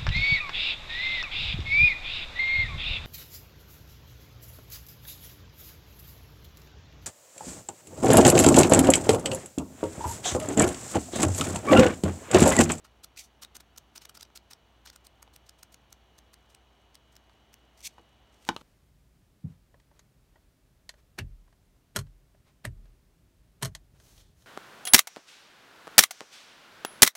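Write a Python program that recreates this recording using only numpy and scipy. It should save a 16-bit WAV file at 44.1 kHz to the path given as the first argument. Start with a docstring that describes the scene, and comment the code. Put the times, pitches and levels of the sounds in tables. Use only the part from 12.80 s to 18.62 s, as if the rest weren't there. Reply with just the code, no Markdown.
"""Thumbing through a booklet

Pages of a thin booklet slip off a thumb one by one, close up, in a small quiet room.
Each edge scrapes onto the thumb, drags and flicks free; stiff glossy leaves slide with a longer hiss.
Cover and spine knock now and then; at the end the cover snaps against the desk and bounces.
Room air, fan hiss, mains hum and a faint electronic whine lie underneath."""
import sys
import numpy as np
from scipy import signal
from scipy.fft import rfft, irfft, next_fast_len
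from scipy.io import wavfile
from scipy.ndimage import map_coordinates

SR = 44100
rng = np.random.default_rng(int(sys.argv[2]) if len(sys.argv) > 2 else 0)


def bounce(signal):
    """Save signal as a 16-bit WAV file at the path given by the first command-line argument."""
    frames = np.transpose(np.atleast_2d(signal))
    limited = np.clip(frames, -1, 1)
    pcm = np.round(limited * 32767).astype(np.int16)
    wavfile.write(sys.argv[1], SR, pcm)


N = 256662
LEAD_S = 1 / 8  # start of a scrape's buffer to its peak

# Friction spectrum of glossy paper. Each row: frequency in Hz, level in dB.
GLOSS_SPECTRUM = [(500, -20), (1500, -16), (2200, 0.5), (2650, -3), (2920, -7), (3400, -3), (4000, -5.5),
                  (6200, -1.5), (7600, -5), (9200, -6), (10400, -12.5), (12000, -9.5), (15500, -18)]


def pages(ring_width_hz=750, ring_db=-2, arch_fade_db_per_s=3, flap_db=-21):
    """Each page scrapes onto the thumb, drags, snaps free with a brief ring and flaps down."""
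    # Each row: release in seconds, flick level in dB, hold on the thumb in ms, scrape level in dB,
    # body in dB, edge brightness in dB, sheet ring in Hz.
    flips = [(.0673, -62, 18, -50.5, 5, -5, 4500), (0.2454, -40.5, 7.5, -48, 0.5, 2.5, 4200),
             (0.364, -56, 0.9, -67, 4, -5, 4500), (.6349, -43.3, 11.8, -45.3, 4, 2.5, 5400),
             (0.649, -43, 19.5, -44, 0.5, -4, 3730), (.768, -41.5, 13.4, -44, 3.5, 1, 6130),
             (0.8066, -47, 1.2, -50, 6, 0.5, 3680), (0.9639, -55, 1.1, -69, 7, -1, 5800),
             (0.9781, -44.5, 1, -63, 1.5, 3, 6400), (0.9824, -41.5, 0.93, -52, 0, 2, 6200),
             (1.1794, -40, 19.2, -43.5, 1.5, -0.5, 5500), (1.255, -42, 35, -49.5, 2.5, -4, 6100),
             (1.296, -45.5, 0.88, -48.5, 4, 2, 2980), (1.3751, -43, 23, -48.5, 4.5, 0, 4870),
             (1.4108, -43.5, 12, -55, -2.5, -7, 5360), (1.4304, -40, 7.7, -51, -1.5, -2.5, 4930),
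             (1.4528, -55, 0.93, -62, -2, -17, 3200), (1.5752, -44, 15.6, -43.5, -1, -0.5, 4370),
             (1.7342, -44, 22.5, -46.5, 3, -1.5, 5500), (2.0623, -45.5, 5.5, -51, 4.5, -0.5, 3970),
             (2.1018, -44.5, 27.3, -46.5, 0, -9, 3560), (2.1617, -45.5, 29, -57, 3.5, -2, 8600),
             (2.2693, -48, 19.5, -56.5, 1, 0, 4080), (2.4285, -44.5, 4.4, -58, 7, 3, 6400),
             (2.563, -44.5, 24, -57.5, -1.5, 2.5, 3600), (2.6945, -45.5, 28, -62, -1.5, -3, 5200),
             (2.8322, -41.5, 41, -62, -2.5, 0.5, 6770), (2.9445, -47.5, 19, -57, -1, 2, 5560),
             (3.128, -43, 22, -66, 4, 2.5, 5950), (3.389, -52.5, 5.2, -55, 4, 2, 6300),
             (3.542, -50, 6.8, -55.5, 8.5, 2, 4730), (3.7494, -48.5, 47, -62, -3, -1, 7850),
             (4.147, -55.5, 1.15, -62, 0, -7, 5800), (4.1548, -47.5, 2, -61, 2, 1.5, 4240),
             (4.3555, -57, 29, -64, 2, 1, 5800), (4.3664, -48.5, 0.89, -66, 3, -4, 5700),
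             (4.7419, -48.3, 9.9, -59, 5, 0, 5760), (5.0065, -51.5, 29, -59.5, 3.5, -1, 6000),
             (5.6516, -53, 1, -61, 7, -2, 2900), (5.684, -50, 5, -49, 10, -3, 3100)]
    # Friction spectrum of a page. Each row: frequency in Hz, level in dB.
    paper_spectrum = [(200, -8), (600, -9), (1000, -3), (1380, -6), (1850, -4), (2600, -3), (4000, 0),
                      (6200, 0), (7600, -4), (8700, -1.5), (10300, -9.5), (12000, -5.5), (15500, -12)]
    # Resonance of the arched block of pages: centre in Hz, width in Hz, initial level in dB.
    arch_mode = (1384, 130, 7)
    # Pages let go faster as the block thins. Each row: time in seconds, flick length factor.
    flick_pace = [(0, 1.21), (4.8, .55)]
    arch_hz, arch_width_hz, arch_db = arch_mode
    out = np.zeros(N)
    for release_s, flick_db, hold_ms, scrape_db, body_db, edge_db, ring_hz in flips:
        arch = (arch_hz, arch_width_hz, arch_db - arch_fade_db_per_s * release_s)
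        sheet = (ring_hz, ring_width_hz, ring_db)
        held = lambda f: amp(along(paper_spectrum, f)) * (1 + resonances([arch], f))
        free = lambda f: amp(along(paper_spectrum, f)) * (0.5 + resonances([arch, sheet], f))
        touch_ms = 7.5 + 0.18 * hold_ms
        drag_ms = 0.85 * hold_ms
        pace = np.interp(release_s, *np.transpose(flick_pace))
        touch = scrape(scrape_db, 0.83 * touch_ms, 1.32 * touch_ms, body_db - 1.5, edge_db, held,
                       grit_db=3)
        drag = scrape(scrape_db - 10.5, drag_ms, drag_ms, body_db, edge_db, held, grit_db=6)
        flick = scrape(flick_db, 5.95 * pace, 3.4 * pace, body_db - 2, edge_db, free, grit_db=5)
        snap = scrape(flick_db + 3, 1.3, 1.07, body_db - 2, edge_db + 5, free, grit_db=3.5)
        flap = air_puff(hz=150 * np.exp(0.29 * rng.standard_normal()), t60_s=0.044)
        hold_s = hold_ms / 1000
        add(out, release_s - hold_s - LEAD_S, touch)
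        add(out, release_s - hold_s / 2 - LEAD_S, drag)
        add(out, release_s - LEAD_S, flick + snap)
        add(out, release_s, amp(flick_db + flap_db) * flap)
    return out


def scrape(level_db, rise_ms, fall_ms, body_db, edge_db, colour, grit_db):
    """Fibres catch and slip ever harder until the edge lets go. Rise and fall are per 20 dB."""
    t_ms = np.arange(-SR // 8, SR // 8) * 1000 / SR
    contact = np.clip((t_ms + rise_ms + 2) / 2, 0, 1)
    force = contact * amp(level_db - 20 * np.maximum(-t_ms / rise_ms, t_ms / fall_ms))
    signs = rng.choice([-1, 1], len(t_ms))
    grit = amp(grit_db * np.clip(rng.standard_normal(len(t_ms)), -3, 3))
    tilt_hz_db = [(1700, body_db), (3200, 0), (6000, 0), (9500, edge_db)]
    friction = filtered(force * signs * grit, lambda f: colour(f) * amp(along(tilt_hz_db, f)))
    return friction * np.linalg.norm(force) / np.linalg.norm(friction)


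def air_puff(hz, t60_s):
    """Short low puff of air from a moving sheet."""
    t = np.arange(SR // 4) / SR
    return np.sin(2 * np.pi * hz * t) * amp(-60 * t / t60_s)


def cover_knocks(desk_max_hz=600, radiate_hz=740, crack_t60_s=0.023, slap_t60_s=0.0086):
    """Each blow rings cover and desk, cracks the paper and squeezes air from under the booklet."""
    # Each row: start in seconds, level in dB, contact cut-off in Hz, paper slap in dB, desk thud in dB.
    knocks = [(1.502, -55.5, 3500, -19, -12), (2.477, -53, 2000, 0, 0), (4.496, -53.5, 3000, 0, -8),
              (5.1818, -41.5, 1300, -26, -8), (5.1941, -48, 2000, -16, 5), (5.668, -48.5, 1310, -15, 0),
              (5.689, -14.8, 5800, -21, .7), (5.764, -35, 4000, 10, -11), (5.8125, -44, 900, -10, 8)]
    # Modes of the booklet on the desk. Each row: frequency in Hz, level in dB, t60 in seconds.
    modes = [(197, -25.5, 0.091), (233, -20.5, 0.09), (265, -17, 0.089), (334, -17, 0.11),
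             (465, -12, 0.046), (904, -4.5, 0.035), (1010, -5, 0.035), (1162, 1, 0.014),
             (1290, -11.5, 0.031), (1506, -9.5, 0.034), (1730, -9.5, 0.015), (2100, -19, 0.01),
             (2940, -8.5, 0.025), (3940, -18, .012)]
    # Spectra of the paper's crack and slap. Each row: frequency in Hz, level in dB.
    crack_spectrum = [(60, -34), (200, 0), (600, 2), (1000, 10), (2500, -4.5), (5500, -6.5), (9000, -12),
                      (11000, -15), (15500, -18)]
    slap_spectrum = [(500, 1), (1500, -14), (2500, -4), (3000, 8), (3500, 1.5), (4200, 3), (4800, -11),
                     (7500, -20), (9000, -53), (15500, -51)]
    cover_modes = [mode for mode in modes if mode[0] > desk_max_hz]
    desk_modes = [mode for mode in modes if mode[0] <= desk_max_hz]
    # The small cover radiates little below its lowest mode.
    radiation = signal.butter(4, radiate_hz, "high", fs=SR)
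    t = np.arange(SR // 4) / SR
    out = np.zeros(N)
    for start_s, level_db, contact_hz, slap_db, thud_db in knocks:
        cover = signal.lfilter(*radiation, amp(-0.1) * ringing(cover_modes, t, attack_s=0.00035))
        desk = amp(thud_db + 0.5) * ringing(desk_modes, t, attack_s=0.001)
        crack = noise(crack_spectrum, len(t)) * amp(-2 - 60 * t / crack_t60_s)
        soft_contact = signal.butter(1, contact_hz, "low", fs=SR)
        blow = signal.lfilter(*soft_contact, cover + desk + crack)
        slap = noise(slap_spectrum, len(t)) * amp(slap_db - 60 * t / slap_t60_s)
        puff = amp(level_db + thud_db - 20) * air_puff(hz=160, t60_s=0.034)
        add(out, start_s, amp(level_db) * (blow + slap))
        add(out, start_s + 0.0131, puff)  # as the booklet settles
    return out


def ringing(modes, t, attack_s):
    """Struck modes decay, their strengths slightly new at every blow."""
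    ring = sum(amp(db + rng.normal(0, 1) - 60 * t / t60_s) * np.cos(2 * np.pi * hz * t)
               for hz, db, t60_s in modes)
    return ring * (1 - np.exp(-t / attack_s))


def sliding_leaves():
    """Glossy leaves hiss over each other with a slight ring."""
    # Each row: peak time in seconds, level in dB, rise and fall in ms per 20 dB, body in dB.
    slides = [(0.3757, -41.5, 8, 15, 2), (0.394, -41, 18, 20, -6), (0.407, -46, 21, 28, -5),
              (0.445, -55, 60, 32, -17), (5.057, -37, 30, 20, -8), (5.0744, -34.5, 31, 5, -6.5)]
    # Each row: centre in Hz, width in Hz, level in dB.
    leaf_modes = [(4500, 170, -1), (5900, 300, -4.5)]
    gloss = lambda f: amp(along(GLOSS_SPECTRUM, f)) * (1 + resonances(leaf_modes, f))
    out = np.zeros(N)
    for peak_s, *stroke in slides:
        add(out, peak_s - LEAD_S, scrape(*stroke, edge_db=0, colour=gloss, grit_db=2.5))
    return out


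def finger_rub(rise_s=0.067, fall_s=0.17, hiss_floor_db=-85, grit_db=6, crackle_db=4):
    """A faint steady background hiss, plus a rustle of skin on paper at each shift of the grip."""
    # Each row: peak time in seconds, level in dB.
    grip_shifts = [(5.01, -61), (5.55, -70.5), (5.67, -60.5), (5.815, -66.5)]
    t = np.arange(N) / SR
    swells = sum(amp(db - 20 * np.maximum((peak_s - t) / rise_s, (t - peak_s) / fall_s))
                 for peak_s, db in grip_shifts)
    slips = rng.standard_normal(N) * amp(grit_db * rng.standard_normal(N) + crackle_db * wobble(150))
    rustle = unit(filtered(slips, lambda f: amp(along(GLOSS_SPECTRUM, f))))
    return rustle * np.hypot(amp(hiss_floor_db), swells)


def room_reverb(x, delay_s=0.005):
    """The walls return a short diffuse tail."""
    # Each row: frequency in Hz, t60 in seconds.
    decay_times = [(150, 0.22), (1000, 0.15), (4000, 0.13), (12000, 0.051)]
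    hz, t, spectra = signal.stft(rng.standard_normal(SR // 2), SR, nperseg=256)
    decay = amp(-60 * t / along(decay_times, hz)[:, None])
    tail = signal.istft(spectra * decay, SR, nperseg=256)[1]
    delayed = np.pad(x, (round(delay_s * SR), 0))
    return signal.fftconvolve(delayed, tail / np.linalg.norm(tail))[:N]


def background(air_db=-64.5, fan_db=-78.5, whine_growth_s=4):
    """Room air, fan hiss, slightly unsteady mains hum and a thin whine that grows, then holds."""
    # Each row: frequency in Hz, level in dB.
    air_spectrum = [(25, -9), (35, -12), (48, 1.5), (80, 0), (120, -1.5), (160, -5.5), (210, -8.5),
                    (300, -6), (520, -9.5), (720, -6.5), (1050, -10.5), (1800, -15.5), (3500, -17),
                    (5200, -39), (10000, -36.5), (15500, -35)]
    # Each row: centre in Hz, width in Hz, level in dB before squaring.
    fan_bands = [(2980, 190, -1.5), (3940, 290, -0.5), (4450, 140, -1), (5840, 2200, -4)]
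    # Each row: frequency in Hz, rms level in dB.
    hum_tones = [(59.2, -67.5), (216, -80), (649, -83.5)]
    whine_tones = [(2919.5, -77), (3029, -88), (3136, -82), (3353, -86)]
    t = np.arange(N) / SR
    air = noise(air_spectrum, N) * amp(air_db + 0.35 * wobble(6.41))
    fan_colour = lambda f: sum(abs(resonances([band], f)) ** 2 for band in fan_bands)
    fan = amp(fan_db) * unit(filtered(rng.standard_normal(N), fan_colour))
    hum = sum(amp(db + wobble(4.75)) * np.sin(2 * np.pi * hz * t + 0.33 * wobble(6))
              for hz, db in hum_tones)
    whine = sum(amp(db) * np.sin(2 * np.pi * hz * t + 0.17 * wobble(9.9)) for hz, db in whine_tones)
    growth = amp(np.interp(t, [0, whine_growth_s], [-4, 0]))
    return air + fan + np.sqrt(2) * (hum + growth * whine)


def amp(db):
    """Decibels to gain."""
    return 10 ** (np.asarray(db) / 20)


def unit(x):
    """Scale to rms 1."""
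    return x / np.sqrt(np.mean(x ** 2) + 1e-20)


def along(points, hz):
    """Interpolate (Hz, value) points on a log frequency axis."""
    knots_hz, values = np.transpose(points)
    return np.interp(np.log(hz + 1), np.log(knots_hz + 1), values)


def filtered(x, response):
    """Apply a gain given as a function of Hz."""
    size = next_fast_len(len(x) + 4096)
    hz = np.fft.rfftfreq(size, 1 / SR)
    return irfft(rfft(x, size) * response(hz), size)[:len(x)]


def resonances(modes, f):
    """Summed complex response of resonators at f Hz."""
    return sum(amp(db) * 1j * f * width_hz / (hz * hz - f * f + 1j * f * width_hz)
               for hz, width_hz, db in modes)


def noise(spectrum, size):
    """Coloured noise of rms 1."""
    return unit(filtered(rng.standard_normal(size), lambda f: amp(along(spectrum, f))))


def wobble(knots_per_s):
    """Smooth random curve."""
    knots = rng.standard_normal(int(N * knots_per_s / SR) + 4)
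    return map_coordinates(knots, [np.arange(N) * knots_per_s / SR])


def add(track, start_s, sound):
    """Mix a sound in, cropped to the track."""
    offset = round(start_s * SR)
    part = sound[max(-offset, 0):max(N - offset, 0)]
    first = max(offset, 0)
    track[first:first + len(part)] += part


def scene(paper_send_db=-20, knock_send_db=-17):
    """Close paper sounds, their reverb and the background, in mono."""
    paper = pages() + sliding_leaves() + finger_rub()
    knocks = cover_knocks()
    reverb = room_reverb(amp(paper_send_db) * paper + amp(knock_send_db) * knocks)
    return (paper + knocks + reverb + background())[None]


def record(dry, low_hz=38, top_hz=16000):
    """The microphone loses deep bass and cuts off steeply at its band limit."""
    thinned = signal.sosfilt(signal.butter(5, low_hz, "high", fs=SR, output="sos"), dry[0])
    return filtered(thinned, lambda f: 1 / np.sqrt(1 + (f / top_hz) ** 160))[None]


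dry = scene()
out = record(dry)
bounce(out)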